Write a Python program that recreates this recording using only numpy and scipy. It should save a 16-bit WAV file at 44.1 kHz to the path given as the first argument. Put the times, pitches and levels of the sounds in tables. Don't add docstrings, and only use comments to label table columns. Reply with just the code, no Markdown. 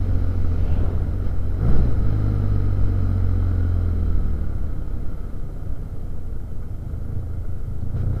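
import sys
import numpy as np
from scipy import signal
from scipy.io import wavfile
from scipy.ndimage import map_coordinates

SR = 44100
rng = np.random.default_rng(int(sys.argv[2]) if len(sys.argv) > 2 else 0)


def output_pcm(signal):
    pcm = np.clip(np.atleast_2d(signal).T, -1, 1) * 32767
    wavfile.write(sys.argv[1], SR, np.round(pcm).astype(np.int16))


N = 361619
TIME = np.arange(N) / SR


def amp(db):
    return 10 ** (np.asarray(db) / 20)


def unit(x):
    return x / np.sqrt(np.mean(x ** 2) + 1e-20)


def curves(table):
    times_s, *columns = np.transpose(table)
    return [np.interp(TIME, times_s, column) for column in columns]


def held(events, attack_s, release_s):
    out = np.zeros(N)
    for start_s, length_s, strength in events:
        age = TIME - start_s
        rise = np.clip(age / attack_s, 0, 1)
        fall = np.exp(-np.maximum(age - length_s, 0) / release_s)
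        out += strength * rise * fall
    return out


def response(points, hz):
    f, db = np.transpose(points)
    return amp(np.interp(np.log(hz + 1), np.log(f + 1), db))


def colour(x, points, size=16384):
    log_gain = np.log(response(points, abs(np.fft.fftfreq(size, 1 / SR))))
    ring = np.fft.ifft(np.exp(np.conj(signal.hilbert(log_gain)))).real
    led_in = np.r_[x[-size:], x]
    return unit(signal.fftconvolve(led_in, ring[:size // 2])[size:size + N])


def noise():
    return rng.standard_normal(N)


def wander(hz):
    knots = rng.standard_normal(4096)
    return unit(map_coordinates(knots, [TIME * hz], order=2, mode="wrap"))


def strokes(turns, lag, spread_db):
    out = np.zeros(N)
    for offset in (0, 1 + lag):
        at = np.flatnonzero(np.diff(np.floor((turns - offset) / 2)) > 0)
        out[at] += amp(spread_db * rng.standard_normal(1024)[:len(at)])
    return out


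def puffs(blows, decay_s, steady):
    flare = signal.lfilter([1], [1, -np.exp(-1 / (SR * decay_s))], blows)
    return unit((unit(flare) + steady) * noise())


# (f/Hz, level/dB)
WIND_SPECTRUM = [(3, -1.5), (8, -1.5), (16, -4.5), (30, -17.5), (60, -16), (120, -30), (300, -44.5),
                 (1000, -95)]
TYRE_SPECTRUM = [(100, -6), (400, -5.5), (700, -11.5), (1000, -22), (2000, -33.5), (5000, -64.5)]
# (t/s, half length/s, level/dB)
GUSTS = [(0.747, 0.04, -13), (1.754, 0.066, -8), (1.975, 0.12, -14.5), (2.831, 0.073, -16),
         (4.196, 0.19, -17.5), (4.95, 0.029, -20), (8.082, .06, -22.5)]
BUFFET_LIMIT = 0.5


def wind_and_road(wind_db, tyres_db):
    gusts = sum(amp(db) * np.exp(-((TIME - s) / half_s) ** 2) for s, half_s, db in GUSTS)
    airflow = np.hypot(amp(np.linspace(*wind_db, N)), gusts)
    buffet = airflow * amp(1.3 * wander(9.8)) * colour(noise(), WIND_SPECTRUM)
    roar_db = np.linspace(*tyres_db, N) + 0.27 * wander(12)
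    roar = amp(roar_db) * colour(noise(), TYRE_SPECTRUM)
    return BUFFET_LIMIT * np.tanh(buffet / BUFFET_LIMIT) + roar


# (f/Hz, level/dB)
VAN_ROAR_SPECTRUM = [(200, 7.5), (600, 4.5), (950, -7), (1400, -8), (2000, -20.5), (2900, -24.5),
                     (3600, -27), (6000, -39), (15000, -60)]
VAN_HISS_SPECTRUM = [(300, 7), (400, 13), (900, -10), (1600, -8), (2400, 1), (3400, -9), (4600, -5),
                     (6300, -13), (9000, -36)]


def van(nearest_s, passing_s, tyres_db, drone_hz, drone_db):
    along = (TIME - nearest_s) / passing_s
    nearness = 1 / np.hypot(1, along)
    bearing = along * nearness
    angle = 2 * np.pi * np.cumsum(drone_hz * (1 - 0.0469 * bearing)) / SR
    drone_swell = np.exp(-((TIME - 0.8) / 0.49) ** 2)
    drone = (np.cos(angle) + amp(-6.5) * np.cos(2 * angle)) * drone_swell
    band = colour(noise(), [(1, 6), (400, 2), (800, -6), (1700, -32), (6000, -74)])
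    sweep_hz = 2720 + 360 * bearing
    swish = unit(band * np.cos(2 * np.pi * np.cumsum(sweep_hz) / SR))
    hiss = colour(noise(), VAN_HISS_SPECTRUM) * nearness * (1 - bearing) / 2
    roar = colour(noise(), VAN_ROAR_SPECTRUM) / (1 + (along - 0.65) ** 2)
    tyres = amp(tyres_db) * roar + amp(-50.5) * hiss + amp(-56.5) * nearness ** 4 * swish
    return tyres + amp(drone_db) * drone


# (t/s, ring f/Hz, level/dB, 60 dB decay/s)
RATTLES = [(1.26, 3100, -64, .12), (1.764, 4930, -50, 0.026), (7.812, 4474, -55.5, 0.055)]


def rattles():
    out = np.zeros(N)
    for s, hz, db, t60 in RATTLES:
        age = np.maximum(TIME - s, 0)
        spectrum = [(hz / 2, -34), (hz * 0.91, -17), (hz, 0), (hz * 0.89, -19), (hz * 2, -42)]
        onset = 1 - np.exp(-age / 0.0012)
        out += onset * amp(db - 60 * age / t60) * colour(noise(), spectrum)
    return out


# (level/dB at cruising revs, dB per octave of revs, dB added by full throttle,
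# dB added by full engine braking)
DRIVE_LEVEL = (-48.5, 6.5, -7, 9)
SHIFT_S, DRIVE_HIGH_GEAR, DRIVE_LOW_GEAR = 1.8, 5.7, 4.68


def final_drive(hz, level_db):
    ratio = np.where(TIME < SHIFT_S, DRIVE_HIGH_GEAR, DRIVE_LOW_GEAR)
    angle = 2 * np.pi * np.cumsum(hz * ratio) / SR
    hum = unit(np.cos(angle) + amp(-10) * np.cos(2 * angle))
    return amp(level_db + 2 * wander(6)) * hum


# (f/Hz, level/dB)
CASING_SPECTRUM = [(300, -18.5), (700, -6.5), (1050, -10), (1270, 0.5), (1480, -2), (1570, -13.5),
                   (1625, -6.5), (1750, -24), (2100, -12.5), (2600, -33), (3000, -36.5), (3150, -25),
                   (3330, -27), (8000, -42.5)]
# (f/Hz, level/dB)
CHATTER_SPECTRUM = [(2600, -41), (3020, -8), (3150, 4), (3270, -26), (3700, -40.5), (8000, -55)]
# (multiple of crank speed, level/dB)
GEAR_ORDERS = [(24, -4.5), (26, 0), (27, -3), (30, -7), (33, 0), (38, -6), (40, -4), (42, -5)]
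WHINE_LEVEL = (-59.5, 2.5, .3, 7)


def gears(turns, hz, level_db):
    teeth = np.zeros(N)
    for order, db in GEAR_ORDERS:
        backlash = 0.2 * wander(22)
        swell = amp(db + 2 * wander(5)) * response(CASING_SPECTRUM, order * hz) ** 1.6
        teeth += swell * np.cos(2 * np.pi * order * turns + backlash)
    chatter = colour(noise(), CHATTER_SPECTRUM)
    return amp(level_db) * (teeth + amp(-19.5) * chatter)


# (f/Hz, level/dB)
VALVE_SPECTRUM = [(900, -6.5), (1700, 6.5), (2200, 2), (2500, -1.5), (2900, -1.5), (3150, 1), (3400, -9.5),
                  (3850, -1), (4150, 2.5), (4500, -13.5), (5000, -1.5), (5800, -13), (6300, -11.5),
                  (7200, -30), (15000, -27)]
CLATTER_LEVEL = (-53.5, 7.5, 6.5, 4)
RASP_LEVEL = (-61, 14, -0.5, 2.4)


def mechanics(turns, clatter_db, rasp_db):
    piston_blows = strokes(turns, lag=0.061, spread_db=3.5)
    valve_blows = strokes(2 * turns, lag=0.18, spread_db=1.5)
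    knocks = colour(puffs(piston_blows, decay_s=0.004, steady=3.5), CASING_SPECTRUM)
    ticks = colour(puffs(valve_blows, decay_s=0.0034, steady=5.1), VALVE_SPECTRUM)
    return amp(clatter_db) * knocks + amp(rasp_db) * ticks


# (f/Hz, level/dB)
AIRBOX_SPECTRUM = [(20, 0.5), (55, -21.5), (80, -2), (108, -0.5), (135, -8), (175, -14), (240, -26.5),
                   (600, -40.5), (3000, -88)]
AIRBOX_LEVEL = (-42.5, -12, 8, 3)


def airbox(turns, level_db):
    first = strokes(turns, lag=0.018, spread_db=3.0)
    second = strokes(turns - 0.28, lag=0.022, spread_db=4.0)
    thuds = first + second
    flow = unit(thuds - thuds.mean()) + 0.82 * puffs(thuds, decay_s=0.017, steady=1)
    return amp(level_db) * colour(flow, AIRBOX_SPECTRUM)


# (multiple of crank speed, level/dB)
INTAKE_ORDERS = [(3, 3.5), (4, -.5), (5, -3), (7, -13)]
INTAKE_DB = -32


def intake(turns, throttle):
    growl = np.zeros(N)
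    for order, db in INTAKE_ORDERS:
        growl += amp(db) * np.cos(2 * np.pi * (order * turns + rng.random()))
    return amp(INTAKE_DB) * throttle * np.sqrt(2) * growl


# (f/Hz, level/dB)
MOUNT_RESPONSE = [(52, -0.5), (64, -4.5), (76, 0.5), (87, 1.5), (100, -1.5), (118, -2), (135, -8)]
SHAKE_LEVEL = (-28.5, 7, 7, 4)
BOOM_LEVEL = (-30.5, 9, 7.5, 9)


def shake(turns, hz, shake_db, boom_db):
    angle = 2 * np.pi * turns
    boom = amp(boom_db) * response(MOUNT_RESPONSE, 2 * hz) * np.cos(2 * angle)
    return np.sqrt(2) * (amp(shake_db) * np.cos(angle) + boom)


# (f/Hz, level/dB)
PIPE_SPECTRUM = [(20, -44), (55, -34), (80, -3), (115, -5), (145, 0), (185, -2.5), (225, -1), (280, -4.5),
                 (350, -9), (470, -8), (620, -18), (780, -21.5), (1000, -32.5), (2000, -57)]
FRAME_RESPONSE = [(70, 11), (105, 6.5), (128, 0.5), (152, 9), (180, -1), (200, -2.5), (222, 4), (245, 1.5),
                  (265, 3.5), (320, 0), (385, -13.5), (425, -5), (460, 1.5), (520, -9.5), (720, -8),
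                  (1100, -17.5)]
# (multiple of crank speed, level/dB)
FRAME_ORDERS = [(2.5, -4), (3, 2), (4, -2), (4.5, -3), (5, 1), (6, 2), (7, -2), (8, -1.5), (9, 2), (10, -4),
                (11, -2), (12, -3), (13, -5), (14, -4), (15, -3), (16.5, -6), (17, -5), (19, -5), (20, -7)]
EXHAUST_LEVEL = (-38, 8.5, 10, 0)
HUM_LEVEL = (-38, 9, 2.5, 6)


def exhaust(turns, hz, pipe_db, hum_db):
    firing = strokes(turns, lag=0.012, spread_db=0.0)
    beats = colour(firing - firing.mean(), PIPE_SPECTRUM + [(6000, -72)])
    gas = colour(puffs(firing, decay_s=0.02, steady=0.52), PIPE_SPECTRUM)
    hum = np.zeros(N)
    for order, db in FRAME_ORDERS:
        angle = 2 * np.pi * order * turns + 0.25 * wander(6)
        swell = amp(db + 1.3 * wander(3.14)) * response(FRAME_RESPONSE, order * hz)
        hum += swell * np.cos(angle)
    return amp(pipe_db) * unit(gas + amp(-13.0) * beats) + amp(hum_db) * unit(hum)


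# (t/s, f/Hz in turns per second)
CRANK = [(0.0, 45.4), (0.68, 43.17), (0.77, 44.1), (0.98, 43.04), (1.21, 45.77), (1.32, 43.16),
         (1.57, 43.44), (1.71, 64.03), (1.76, 67.77), (1.98, 48.35), (2.01, 47.81), (2.1, 52.26),
         (2.74, 47.3), (3.63, 43.85), (4.22, 39.14), (4.63, 34.37), (4.93, 32.74), (5.11, 34.32),
         (5.39, 30.36), (5.75, 30.22), (6.51, 25.6), (7.01, 26.7), (7.19, 28.36), (7.42, 26.47),
         (7.83, 26.8), (7.99, 30.31), (8.2, 30.4)]
# (t/s, engine braking 0-1)
BRAKING = [(0, 0.67), (.7, 0.49), (1.2, 0.14), (1.95, 0.41), (2.12, 0.82), (3.75, 0.93), (4.25, 0.74),
           (4.6, 0.52), (5.9, 0.01)]
# (start t/s, length/s, opening 0-1)
THROTTLE = [(1.6, 0.099, 0.58), (6.85, 1.1, 0.26), (7.93, .3, 0.77)]
# (start t/s, length/s, extra clatter level/dB, extra rasp level/dB)
SNATCHES = [(0, 0.28, 0, 1.5), (1.23, 0.068, 3.5, 4), (1.67, 0.15, 2.5, -1.5), (6.6, 0.038, 6, .5),
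            (7.56, 0.044, 1, 4), (7.954, 0.068, 3, 11), (8.12, 0.081, 2.5, 6)]
THROTTLE_ATTACK_S, THROTTLE_RELEASE_S = 0.027, 0.022
SNATCH_ATTACK_S, SNATCH_RELEASE_S = 0.017, 0.009
CRUISE_HZ = 45


def scene():
    hz, = curves(CRANK)
    braking, = curves(BRAKING)
    throttle = held(THROTTLE, THROTTLE_ATTACK_S, THROTTLE_RELEASE_S)
    start, length, *extras = zip(*SNATCHES)
    extra_clatter_db, extra_rasp_db = [
        held(zip(start, length, db), SNATCH_ATTACK_S, SNATCH_RELEASE_S) for db in extras]

    def level(law):
        cruise_db, octave_db, throttle_db, braking_db = law
        revs_db = cruise_db + octave_db * np.log2(hz / CRUISE_HZ)
        return revs_db + throttle_db * throttle + braking_db * braking

    turns = np.cumsum(hz * (1 + 0.0015 * wander(18))) / SR
    background = wind_and_road(wind_db=[-21.5, -27.5], tyres_db=[-44, -50]) + rattles()
    traffic = van(nearest_s=0.72, passing_s=0.17, tyres_db=-36, drone_hz=76, drone_db=-25.5)
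    engine = final_drive(hz, level(DRIVE_LEVEL)) + gears(turns, hz, level(WHINE_LEVEL))
    engine += mechanics(turns, level(CLATTER_LEVEL) + extra_clatter_db, level(RASP_LEVEL) + extra_rasp_db)
    engine += airbox(turns, level(AIRBOX_LEVEL)) + intake(turns, throttle)
    engine += shake(turns, hz, level(SHAKE_LEVEL), level(BOOM_LEVEL))
    engine += exhaust(turns, hz, level(EXHAUST_LEVEL), level(HUM_LEVEL))
    return (background + traffic + engine)[None]


# (f/Hz, level/dB)
HISS_SPECTRUM = [(100, -0.068), (3000, -0.042), (8000, -.5), (15000, 0.23)]
EDGE_HZ = 15350


def record(dry):
    hiss = amp(-64.0) * colour(noise(), HISS_SPECTRUM)
    whistle = amp(-84.0) * np.cos(2 * np.pi * 7865 * TIME + 1.2 * wander(40))
    soft_ends = signal.windows.tukey(N, 0.0015)
    low_pass = signal.firwin(511, EDGE_HZ, window=("kaiser", 9), fs=SR)
    return signal.oaconvolve(dry * soft_ends + hiss + whistle, low_pass[None], "same")


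dry = scene()
out = record(dry)
output_pcm(out)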